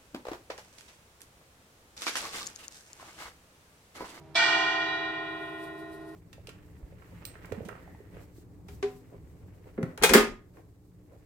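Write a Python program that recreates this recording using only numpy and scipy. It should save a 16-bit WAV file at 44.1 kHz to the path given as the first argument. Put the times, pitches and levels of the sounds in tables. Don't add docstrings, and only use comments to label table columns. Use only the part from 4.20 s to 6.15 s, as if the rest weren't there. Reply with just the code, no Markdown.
import sys
import numpy as np
from scipy import signal
from scipy.io import wavfile
from scipy.ndimage import uniform_filter1d

SR = 44100
rng = np.random.default_rng(int(sys.argv[2]) if len(sys.argv) > 2 else 0)


def dump(signal):
    limited = np.clip(np.atleast_2d(signal).T, -1, 1)
    pcm = np.round(limited * 32767).astype(np.int16)
    wavfile.write(sys.argv[1], SR, pcm)


N = 85995
TIME = np.arange(N) / SR
STRIKE_S = .151


def amp(db):
    return 10 ** (np.asarray(db) / 20)


def evened(x):
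    return x / np.sqrt(np.mean(abs(x) ** 2) + 1e-20)


def read(table, hz):
    row_hz, value = np.transpose(table)
    return np.interp(np.log(hz + 1), np.log(row_hz + 1), value)


def sides(pan_db):
    gains = np.array([amp(pan_db / 2), amp(-pan_db / 2)])
    return gains / np.sqrt(np.mean(gains ** 2, 0))


def swell(t, rise_s):
    return np.sin(np.pi / 2 * np.clip(t / rise_s, 0, 1)) ** 2


def fade(t, fade_s):
    return np.exp(-np.log(1000) * np.maximum(t, 0) / fade_s)


# (frequency [Hz], likeness [0 to 1])
SIDE_LIKENESS = [(30, 0.58), (150, 0.53), (1000, 0.64), (4000, 0.14), (12000, .2)]

def noise(colour, shape=None, size=1024):
    hop = size // 4
    hz, t = np.fft.rfftfreq(size, 1 / SR), np.arange(N // hop + 5) * hop / SR
    a, b, c, d = rng.standard_normal((len(t), len(hz), 4)).T
    likeness = read(SIDE_LIKENESS, hz)[:, None]
    left = a + 1j * b
    right = likeness * left + np.sqrt(1 - likeness ** 2) * (c + 1j * d)
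    bands = np.array([left, right]) * amp(read(colour, hz))[:, None]
    to_wave = lambda z: signal.istft(z, nperseg=size, noverlap=size - hop)[1][:, :N]
    scale = to_wave(bands).std()
    if shape:
        bands = bands * shape(hz, t)
    return to_wave(bands) / scale


# (frequency [Hz], relative level [dB])
AIR_COLOUR = [(15, -59), (25, -22), (75, -9.5), (109, -11.5), (146, -13), (219, -15), (927, -23),
              (1030, -29), (1150, -25.5), (1720, -29.5), (15000, -51.5)]

def night_air(level_db=-55.5):
    return amp(level_db) * noise(AIR_COLOUR, size=2048) * sides(pan_db=-3)[:, None]


# (frequency [Hz], level [dB], fade time [s])
HUM_TONES = [(145.4, -55, 55), (157, -61.5, 120), (324.3, -56.5, 30), (401.5, -58.5, 26), (638, -64, 13),
             (782, -64.5, 3.6), (963, -65, 4)]

def lingering_hum():
    return sum(amp(db) * fade(TIME, fade_s) * np.sin(2 * np.pi * (hz * TIME + rng.random()))
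               for hz, db, fade_s in HUM_TONES)


# (frequency [Hz], relative level [dB])
CLANG_COLOUR = [(60, -46), (200, -13), (500, -20.5), (750, -9.5), (1400, -2), (2400, -11.5), (4000, -5),
                (5400, -6.5), (7000, -32.5), (9000, -20.5), (12000, -37), (15000, -65)]
# (frequency [Hz], fade time [s])
CLANG_FADE = [(200, 1.5), (800, 1.05), (2000, 1.0), (5000, .7), (8000, .33), (13000, .26)]
# (frequency [Hz], typical depth [dB])
CLANG_PEAKS = [(300, 1), (1500, 2.5), (4000, 4.5), (7000, 6), (12000, 7)]
# (frequency [Hz], left minus right [dB])
STRIKE_PAN = [(100, 0), (500, 1.5), (1500, 1), (2800, -1), (4000, -10), (5000, -3.5), (6500, -7.5),
              (8000, 9), (14000, 22)]

def clang(gain_db=-29.5):
    def metallic_fade(hz, times):
        ripple = evened(uniform_filter1d(rng.standard_normal(len(hz)), size=2))
        peaks = amp(read(CLANG_PEAKS, hz) * ripple)
        peaks /= np.sqrt(uniform_filter1d(peaks ** 2, size=12))
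        gains = peaks * sides(read(STRIKE_PAN, hz))
        return gains[:, :, None] * fade(times - STRIKE_S, read(CLANG_FADE, hz)[:, None])

    t = TIME - STRIKE_S
    direct = amp(-15) * swell(t + .005, rise_s=.00084)
    crack = amp(-11) * fade(t, fade_s=.053)
    echoes = swell(t, rise_s=.0076) * (1 + crack)
    return amp(gain_db) * (direct + echoes) * noise(CLANG_COLOUR, metallic_fade)


# (frequency [Hz], base level [dB], fade time [s], swell time [s], left minus right [dB])
BELL_TONES = [(320.3,-44,30,0.13,-0.5),(386.6,-45.5,14,0.16,2),(401.3,-54.5,12.5,0.11,-10),(418.3,-52,19,0.14,6),(620,-51.5,8.6,0.013,-10.5),(675.9,-35.5,5.08,0.0034,-1),(709.6,-45,4.4,0.038,12),(760.5,-33,3.22,0.24,-4.5),(850.7,-41.5,4.13,0.057,1.5),(891.3,-39,2.5,0.074,-8),(904.9,-38.5,1.8,0.062,-2.5),(920,-37,1,.05,1),(1027.7,-33,3.92,0.26,-3.5),(1053.7,-41,5.1,.17,-8),(1210,-39,2.1,0.11,-7.5),(1257,-46,3.2,0.11,4),(1280,-39,2.95,.03,15),(1426.7,-30,3.33,0.057,7),(1433.5,-39,2.9,0.015,0),(1441.6,-34.5,3.9,0.035,12),(1491.4,-30.5,1.6,.05,-3.5),(1524,-41,2.84,.05,-1),(1744,-44.5,2.3,.08,2),(1824,-39,1.7,0.023,-10),(1859.2,-28.5,4,0.063,-0.5),(1871.2,-45.5,4.2,.03,-4.5),(1906.4,-29.5,2.69,0.14,-14.5),(1950,-38,1.6,.01,2.5),(1963.5,-37.5,4.2,.015,1.5),(2242,-52,2.7,.02,-4),(2210,-51,1,.02,-0.5),(2320,-28.5,1.09,0.018,1.5),(2365,-29.5,2.5,0.0033,-7),(2383,-42.5,2.4,0.0046,-4.5),(2538.5,-49.5,5.7,.02,-7.5),(2647,-48.5,2,0.022,-1),(2835,-43.5,2.3,0.28,-4),(2864,-34.5,2.72,0.069,0.5),(2842,-30,1.54,.17,-8),(2985,-42,2.1,0.22,-11.5),(3170,-39.5,2.47,.03,-3.5),(3353,-36.5,2.1,0.0057,-5),(3377,-33.5,2.66,0.0059,-7.5),(3454,-42.5,1,.01,-3),(3644,-44.5,2.7,0.024,-3),(3684,-44,3.6,0.016,-14.5),(3880,-38.5,2.1,0.0035,-7.5),(4172.6,-38.5,1.4,0.013,-14.5),(4430,-41,2.1,0.032,-8.5),(4660,-45,1.75,0.027,-10),(4950,-38.5,1.44,0.07,-13),(5076.3,-41.5,1.43,0.11,-8),(5320,-50,1.4,.02,-4.5),(5430,-48.5,1.5,0.018,-11),(5480,-49,1.8,0.016,-15.5),(5550,-55,1,0.023,-14),(6030,-46.5,1.3,0.027,1),(6200,-60.5,1.1,.02,0.5),(6460,-48,1.4,0.013,2),(7040,-62,1.4,0.026,-3.5),(7250,-60,1.2,.02,-11),(7495,-54.5,0.98,0.017,1),(7819,-54.5,1.13,.02,13.5),(8450,-61,0.83,.02,17),(8350,-65,1.2,.02,3),(9000,-70.5,1,.01,6.5),(10550,-71,.8,.01,15),(10910,-71.5,1,.01,14),(11476,-73,.8,.01,14.5)]
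# (frequency [Hz], boost [dB])
PATH_COLOUR = [(300, 3), (700, 2.5), (1400, 2), (2400, 3.5), (4000, 1), (6000, 6.5), (11000, 5.5)]
# (frequency [Hz], extra level change [dB per s])
LATE_DIMMING = [(700, 0.5), (1400, -1.5), (2300, -14), (4000, -13), (11000, -6)]
# (frequency [Hz], phase gap [radians])
SIDE_PHASE = [(150, 0.14), (400, 0.46), (1000, 1.1), (2500, 0.69), (5000, 2.1), (15000, 5.6)]

def bell_tones(twin_gain=.24, typical_beat_hz=7.6, waver_depth=.13, waver_hz=.83, dim_from_s=1.34):
    step = 128
    slow_time = np.arange(N // step + 2) * step / SR
    t, rate_hz = slow_time - STRIKE_S, np.fft.fftfreq(len(slow_time), step / SR)
    left_lead_s = .00002
    out = np.zeros((2, N))
    for hz, db, fade_s, rise_s, pan_db in BELL_TONES:
        jitter = rng.standard_normal((3, len(t), 2)) @ [1, 1j]
        drift = evened(np.fft.ifft(jitter / (1 + (rate_hz / waver_hz) ** 2)))
        waver = waver_depth * (drift[0] + drift[1:])
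        start, twin_start, beat, side = rng.random(4)
        twin = twin_gain * np.exp(2j * np.pi * (typical_beat_hz * (.5 + beat) * t + twin_start))
        gains = amp(db + read(PATH_COLOUR, hz)) * sides(pan_db)[:, None]
        ring = (1 + twin + waver) * gains * swell(t, rise_s) * fade(t, fade_s)
        ring *= amp(read(LATE_DIMMING, hz) * np.maximum(slow_time - dim_from_s, 0))
        phase_gap = np.sign(side - .5) * read(SIDE_PHASE, hz) - 2 * np.pi * hz * left_lead_s
        ring[1] *= np.exp(1j * phase_gap)
        tone = np.exp(2j * np.pi * (hz * TIME + start))
        out += [(np.interp(TIME, slow_time, channel) * tone).real for channel in ring]
    return out


# (frequency [Hz], typical level of each [dB])
SHIMMER_LEVEL = [(300, -54.5), (560, -69.5), (800, -48.5), (1300, -58), (2100, -56.5), (3000, -51.5),
                 (4500, -45), (5400, -59), (6500, -59.5), (8200, -65.5), (9500, -81.5), (12500, -81)]
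# (frequency [Hz], fade time [s])
SHIMMER_FADE = [(500, 1.6), (1500, 2.56), (3000, 1.3), (5000, 1.62), (8000, 1.13), (12500, .8)]
TONE_RISE_S = .0047

def shimmer(count=240, scatter_db=4.0):
    t, out = TIME - STRIKE_S, np.zeros((2, N))
    low, high = np.sqrt(SHIMMER_LEVEL[0][0]), np.sqrt(SHIMMER_LEVEL[-1][0])
    for k in range(count):
        place, start = rng.random(2)
        strength, lean, lag = rng.standard_normal(3)
        hz = (low + (high - low) * (k + place) / count) ** 2
        phase = 2 * np.pi * (hz * t + start) + np.array([[0], [lag * read(SIDE_PHASE, hz)]])
        gain = amp(read(SHIMMER_LEVEL, hz) + scatter_db * strength)
        pan = sides(read(STRIKE_PAN, hz) + scatter_db * lean)[:, None]
        out += gain * pan * fade(t, read(SHIMMER_FADE, hz)) * np.sin(phase)
    return out * swell(t, TONE_RISE_S)


# (time [s], level [dB])
FLARE_LEVEL = [(.5, -73), (.62, -52), (.69, -41), (.88, -47.5), (1.0, -58.5), (1.1, -53.5), (1.3, -64),
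               (1.65, -64), (1.95, -76)]

def high_flare(hz=3898):
    tone = np.sin(2 * np.pi * (hz * TIME + rng.random())) * swell(TIME - STRIKE_S, TONE_RISE_S)
    level_db = np.interp(TIME, *np.transpose(FLARE_LEVEL))
    return amp(level_db) * tone * sides(pan_db=-14)[:, None]


# (frequency [Hz], relative level [dB])
RUSTLE_COLOUR = [(1500, -39), (3500, 3.5), (5000, 0.5), (6500, -7.5), (9000, 1.5), (13000, -2.5),
                 (15500, -5.5)]
# (time [s], level [dB])
RUSTLE_LEVEL = [(0, -83.5), (1.0, -79), (1.2, -67), (1.38, -67.5), (1.44, -57.5), (1.52, -70.5),
                (1.57, -69), (1.6, -59), (1.65, -70), (1.71, -69.5), (1.745, -58), (1.79, -70.5),
                (1.95, -65.5)]

def rustle(flutter_db=1.8, grain_s=.018):
    flutter = np.interp(TIME / grain_s, np.arange(N), rng.standard_normal(N))
    level_db = np.interp(TIME, *np.transpose(RUSTLE_LEVEL)) + flutter_db * flutter
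    return amp(level_db) * noise(RUSTLE_COLOUR) * sides(pan_db=9)[:, None]


def scene():
    return night_air() + lingering_hum() + clang() + bell_tones() + shimmer() + high_flare() + rustle()


def record(dry):
    low_pass = signal.firwin(511, 15500, window=("kaiser", 9), fs=SR)
    return signal.oaconvolve(dry, low_pass[None], "same")


dry = scene()
out = record(dry)
dump(out)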